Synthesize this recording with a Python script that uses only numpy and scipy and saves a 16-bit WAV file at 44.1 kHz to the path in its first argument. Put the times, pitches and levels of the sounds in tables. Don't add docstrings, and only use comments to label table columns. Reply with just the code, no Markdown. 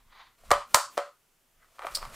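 import sys
import numpy as np
from scipy import signal
from scipy.fft import rfft, irfft
from scipy.io import wavfile

SR = 44100
rng = np.random.default_rng(int(sys.argv[2]) if len(sys.argv) > 2 else 0)


def natural_amplitude(level_db):
    exponent = np.asarray(level_db, float) / 20
    return 10 ** exponent


def unload_audio(sound):
    columns = np.transpose(np.atleast_2d(sound))
    steps = np.round(np.clip(columns, -1, 1) * 32767)
    wavfile.write(sys.argv[1], SR, steps.astype(np.int16))


N = 94991

# frequency in Hz, level in dB, t60 in seconds.
SHELL = [(858, 1.5, 0.016), (1022, -4.5, 0.033), (1030, -3.5, 0.025), (1130, -2.5, 0.026),
         (1171.4, 1.5, 0.013), (1258, 3, 0.018), (1306, -6, 0.003), (1590, -10, 0.0067), (1797, -8, .012),
         (1922, -12, 0.0078), (1970, -7, 0.0053), (2316, -8.5, 0.0095), (2720, -7.5, 0.006),
         (3056, -10, 0.0091)]
# frequency in Hz, level in dB, t60 in seconds.
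PANEL = [(306.8, -24, 0.079), (507.6, -18.5, 0.0042), (577, -2, 0.12), (623, 0, 0.04), (705, 3.5, 0.026),
         (743, -8.5, 0.011)]
# frequency in Hz, level in dB per Hz.
FLOOR = [(59, -36), (100, -6.5), (260, -6), (1170, -8.5), (2000, -11), (3050, -10.5), (4020, -15),
         (6560, -13), (16000, -14)]
SHELL_LOW_HZ, PANEL_LOW_HZ = 856, 407


def rms_one(x):
    return x / np.sqrt(np.mean(x ** 2) + 1e-20)


def in_time(rows):
    s, db = np.transpose(rows)
    after_db = db[-1] if s[-1] > 2.1 else -120
    return natural_amplitude(np.interp(np.arange(N) / SR, s, db, left=-120, right=after_db))


def at_hz(points, hz, column=1):
    points = np.array(points)
    return np.interp(np.log(hz + 1), np.log(points[:, 0]), points[:, column])


def shape(spectrum, size):
    hz = np.arange(size // 2 + 1) * SR / size
    inside = (hz > .7 * spectrum[0][0]) * (hz < 1.3 * spectrum[-1][0])
    return natural_amplitude(at_hz(spectrum, hz)) * inside


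def coloured(spectrum):
    return rms_one(irfft(rfft(rng.standard_normal(N)) * shape(spectrum, N), N))


def wide(spectrum, side_db):
    return coloured(spectrum) + natural_amplitude(side_db) * coloured(spectrum) * [[1], [-1]]


def lumpy(rate, spread_db):
    knots = rng.standard_normal(400)
    return natural_amplitude(spread_db * np.interp(np.arange(N) / SR * rate, np.arange(400), knots))


def impulses(s, db):
    clicks = np.full(N, 1e-18)
    clicks[(np.array(s) * SR).astype(int)] = natural_amplitude(db)
    return clicks


def struck(modes, s, db, scatter_db):
    out = np.zeros(N)
    draw = rng.standard_normal((len(s), len(modes)))
    for k, (hz, level_db, t60) in enumerate(modes):
        clicks = impulses(s, np.array(db) + level_db + scatter_db * draw[:, k])
        r = natural_amplitude(-60 / (t60 * SR))
        w = 2 * np.pi * hz / SR
        out += signal.lfilter([0, np.sin(w)], [1, -2 * r * np.cos(w), r * r], clicks)
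    return out


def radiated(x, low_hz):
    too_small = signal.butter(4, low_hz, "high", fs=SR, output="sos")
    soft_contact = signal.butter(2, 2800, fs=SR, output="sos")
    return signal.sosfilt(np.vstack([too_small, soft_contact]), x)


def burst(spectrum, s, db, t60, side_db=-28):
    clicks = impulses(s, db)
    decay = signal.lfilter([1], [1, -natural_amplitude(-60 / (t60 * SR))], clicks)
    send = irfft(rfft(clicks) * rms_one(shape(spectrum, N)), N)
    return wide(spectrum, side_db) * decay, send


def quiet_floor():
    return natural_amplitude(-70) * wide(FLOOR, side_db=-8.5)


def rumble():
    # time in seconds, level in dB.
    air_level = [(0, -62), (.12, -68), (.38, -72), (.47, -54), (.54, -43.5), (.61, -63.5), (.87, -67),
                 (1.09, -77.5), (1.29, -80), (1.75, -70.5), (1.95, -54.5), (2.0, -53), (2.08, -50.5),
                 (2.15, -54.5)]
    # frequency in Hz, level in dB per Hz.
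    air_colour = [(12, -26), (20, 3.5), (39, -13), (146, -20.5), (194, -26.5), (250, -23.5), (320, -59),
                  (550, -120)]
    return in_time(air_level) * wide(air_colour, side_db=-26) * lumpy(15, 2.5)


def room(x):
    # frequency in Hz, t60 in seconds, level in dB, side level in dB.
    tail_bands = [(200, 0.083, -14, -26), (535, 0.26, -8.5, -39.5), (860, 0.21, -5, -43.5),
                  (1080, 0.33, -6, -39.5), (1300, 0.43, -3.5, -39), (1800, .27, -3, -28.5),
                  (2500, 0.26, 1, -21), (4926, 0.41, -2.5, -15), (9100, 0.32, -5, -14.5),
                  (14820, 0.17, -0.5, -18)]
    delay_s, early_db, early_t60_s = 0.0019, 0.5, 0.059
    knee_s, drop_db_per_s = 0.11, 118
    size = SR // 2
    t, tail = np.arange(size) / SR, 0
    edges = 125 * 2 ** np.arange(0, 7.1, 1 / 3)
    for low, high in zip(edges, edges[1:]):
        hz = np.sqrt(low * high)
        sos = signal.butter(2, [low, high], "band", fs=SR, output="sos")
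        band = signal.sosfilt(sos, rng.standard_normal((2, size)))
        late = natural_amplitude(-60 * t / at_hz(tail_bands, hz))
        early = natural_amplitude(early_db - 60 * t / early_t60_s)
        level = natural_amplitude(at_hz(tail_bands, hz, column=2))
        side = natural_amplitude(at_hz(tail_bands, hz, column=3))
        tail = tail + band * (late + early) * level * [[1], [side]]
    onset = np.clip(t / delay_s, 0, 1) ** 2
    tail = tail * onset * natural_amplitude(-30 - drop_db_per_s * np.clip(t - knee_s, 0, 1))
    mid, side = signal.fftconvolve(x[None], tail, axes=1)[:, :N]
    return mid + side * [[1], [-1]]


def moving_room(x):
    moves_s = [0, .7, .95, 1.5, 9]
    t = np.arange(N) / SR
    return sum(room(x * (t >= a) * (t < b)) for a, b in zip(moves_s, moves_s[1:]))


def keyboard_slide():
    # time in seconds, level in dB.
    slide_level = [(0, -65.5), (.04, -77), (.08, -71.5), (.125, -58.5), (.15, -58), (.205, -49.5),
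                   (.232, -56), (.28, -61), (.36, -77)]
    # frequency in Hz, level in dB per Hz.
    slide_colour = [(450, -19), (1050, 2), (1550, -6.5), (2020, -3.5), (2800, -13), (3500, -8),
                    (4700, -12.5), (5300, -24)]
    return in_time(slide_level) * coloured(slide_colour) * lumpy(70, 1.5)


def latch_drag():
    # time in seconds, level in dB.
    drag_level = [(.66, -72), (.71, -55), (.735, -56), (.744, -44), (.747, -89.5), (.86, -79.5),
                  (.92, -57.5), (.97, -55.5), (.975, -90)]
    return in_time(drag_level) * coloured(FLOOR[2:])


def hand_rub():
    # time in seconds, level in dB.
    rub_level = [(.38, -69), (.5, -57), (.56, -86.5), (1.55, -86.5), (1.62, -71.5), (1.7, -70.5),
                 (1.785, -61), (1.8, -61), (1.87, -50.5), (1.9, -54.5), (1.95, -46.5), (2.03, -49),
                 (2.08, -55), (2.15, -50)]
    # frequency in Hz, level in dB per Hz.
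    rub_colour = [(120, -47.5), (200, -22), (683, 3), (791, -11), (1120, 2), (1560, -6), (6170, -12),
                  (8270, -11.5), (16000, -18.5)]
    return in_time(rub_level) * coloured(rub_colour) * lumpy(90, 2.2)


def finger_rustle():
    # time in seconds, level in dB.
    rustle_level = [(1.56, -85), (1.615, -71.5), (1.625, -66), (1.66, -72), (1.7, -85)]
    # frequency in Hz, level in dB per Hz.
    rustle_colour = [(1000, -12), (1300, 0), (2100, 0), (2600, -14.5)]
    return in_time(rustle_level) * coloured(rustle_colour) * lumpy(120, 3.0)


def puffs():
    # start in seconds, level in dB, length in seconds.
    pushes = [
        (0.485, -44, .04),
        (0.513, -31, .012),
        (0.516, -33, .005),
        (0.7445, -35, .012),
        (0.746, -32, .005),
        (0.977, -46, .004),
    ]
    out, t = np.zeros(N), np.arange(N) / SR
    for s, db, length in pushes:
        u = np.clip((t - s) / length, 0, 9)
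        out += natural_amplitude(db) * np.sin(2 * np.pi * u) * np.exp(-1.5 * u)
    return out


def creak():
    # time in seconds, level in dB.
    creak_level = [(1.79, -68.5), (1.8, -62), (1.82, -48.5), (1.86, -40), (1.885, -50), (1.92, -89),
                   (1.99, -53), (2.03, -45.5), (2.07, -72), (2.15, -50)]
    # frequency in Hz, level in dB, t60 in seconds.
    edge = [(2360, -5.5, 0.017), (1900, -11, 0.0089), (3115, -12, 0.0072)]
    slips_per_s, panel_db = 470, -8.5
    s = np.flatnonzero(rng.random(N) < slips_per_s / SR) / SR
    db = 2.1 * rng.exponential(1, len(s))
    shell = struck([*SHELL, *edge], s, db, scatter_db=9.5)
    panel = struck(PANEL[2:], s, db + panel_db, scatter_db=9.5)
    return in_time(creak_level) * rms_one(radiated(shell + panel, PANEL_LOW_HZ))


def rattle():
    # time in seconds, level in dB.
    bounces = [(1.948, -26), (1.9512, -25), (1.953, -25.5), (1.957, -30), (1.96, -27.5), (1.963, -37),
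               (1.969, -33.5), (1.972, -32.5)]
    # frequency in Hz, level in dB per Hz.
    part_colour = [(2500, -21.5), (3800, -13.5), (4500, -1), (5300, -0.5), (6200, -19.5), (7200, -12.5),
                   (9000, -7.5), (11000, -22.5), (16000, -16.5)]
    s, db = np.transpose(bounces)
    direct, send = burst(part_colour, s, db, t60=.02)
    return direct, natural_amplitude(9) * send


def case_hits():
    # time in seconds, then shell, deep panel, crack and
    # sparkle levels in dB.
    snaps = [(.436, -59.5, -51, -78, -68), (.5057, -23, -54, -32, -30.5),
             (.5072, -15.5, -24.5, -37.5, -43.5), (.5132, -15, -14, -27.5, -40),
             (.5159, -10, -11, -17.5, -31), (.5185, -23, -32.5, -31.5, -27.5), (.5235, -26, -23, -33, -34),
             (.532, -16.5, -41.5, -43.5, -50), (.538, -31, -34, -37, -47), (.554, -32, -32.5, -39.5, -54.5),
             (.617, -31, -56, -61.5, -66.5), (.7432, -23.5, -46, -38.5, -42), (.7452, -5, -17.5, -9.5, -10),
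             (.757, -27, -33, -26.5, -30), (.7705, -20.5, -26, -40.5, -48), (.786, -21, -43, -38.5, -44),
             (.9728, -26, -30, -40, -64), (.9772, -13, -14.5, -25.5, -35.5), (.991, -28, -25, -52, -60.5)]
    # (seconds, then four levels in dB).
    knocks = [(1.62, -67, -75, -78, -82), (1.793, -30, -42, -48.5, -65), (1.836, -37, -39, -58.5, -70),
              (1.857, -38, -42, -60.5, -50.5), (1.8685, -25, -31, -43.5, -47.5),
              (1.911, -55, -65, -72.5, -51), (1.971, -34.5, -39.5, -56, -61), (2.015, -43, -64, -60, -70),
              (2.028, -28.5, -60, -51, -67), (2.052, -30.5, -51, -45.5, -72), (2.127, -57, -57, -59, -60.5)]
    # (seconds, then four levels in dB).
    more_contacts = [(.5118, -25.5, -30.5, -45.5, -55), (.5142, -11.5, -50, -28.5, -44.5),
                     (.5395, -23, -45, -37, -56), (.741, -57, -39, -47.5, -44.5),
                     (.7465, -24.5, -20.5, -20.5, -16.5), (.7515, -41, -30, -26, -25.5),
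                     (.7605, -41, -51, -25, -30), (.7645, -42, -34, -31.5, -31), (.792, -35, -45, -44, -51),
                     (.8, -26, -48.5, -45, -50), (1.785, -44, -77, -78, -80), (1.809, -51.5, -65, -67, -75),
                     (1.82, -31.5, -47.5, -61, -75), (1.825, -34, -58, -59, -75), (1.842, -58, -44.5, -59, -75),
                     (1.847, -50, -62, -61.5, -75.5), (1.875, -46, -60, -62, -70), (1.886, -38, -64, -62, -70),
                     (1.891, -55, -68, -65, -72), (1.905, -65, -68, -65.5, -70), (1.63, -59.5, -74, -74, -78.5),
                     (1.645, -59.5, -74.5, -68.5, -84), (2.04, -40, -51, -60.5, -70.5)]
    # frequency in Hz, level in dB per Hz.
    crack_colour = [(2000, 1.5), (2800, -7), (4240, 1), (6000, -7.5), (7500, -5.5)]
    # frequency in Hz, level in dB per Hz.
    sparkle_colour = [(6000, -6), (7500, 1), (9500, -4), (12000, -6.5), (16000, -8)]
    s, shell_db, panel_db, crack_db, sparkle_db = np.transpose([*snaps, *knocks, *more_contacts])
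    shell = radiated(struck(SHELL, s, shell_db - 11.5, scatter_db=5.0), SHELL_LOW_HZ)
    panel = radiated(struck(PANEL, s, panel_db - 7.5, scatter_db=3.0), PANEL_LOW_HZ)
    ring = shell + panel
    crack, crack_send = burst(crack_colour, s, crack_db + 5.5, t60=0.0062)
    sparkle, sparkle_send = burst(sparkle_colour, s, sparkle_db + 5, t60=.007)
    send = ring + natural_amplitude(2.5) * crack_send + natural_amplitude(8) * sparkle_send
    return ring + crack + sparkle, send


def scene():
    background = quiet_floor() + rumble()
    friction = keyboard_slide() + latch_drag() + hand_rub() + finger_rustle()
    loose_part, part_send = rattle()
    hits, hit_send = case_hits()
    reflections = moving_room(hit_send + part_send)
    return background + friction + puffs() + creak() + loose_part + hits + reflections


def low_pass(x):
    return signal.sosfilt(signal.butter(12, 16100, fs=SR, output="sos"), x)


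def record(dry):
    rounded = .98 * np.tanh(dry / .98)
    top_cut = signal.cheby2(12, 70, 16700, fs=SR, output="sos")
    return low_pass(signal.sosfilt(top_cut, rounded))


dry = scene()
out = record(dry)
unload_audio(out)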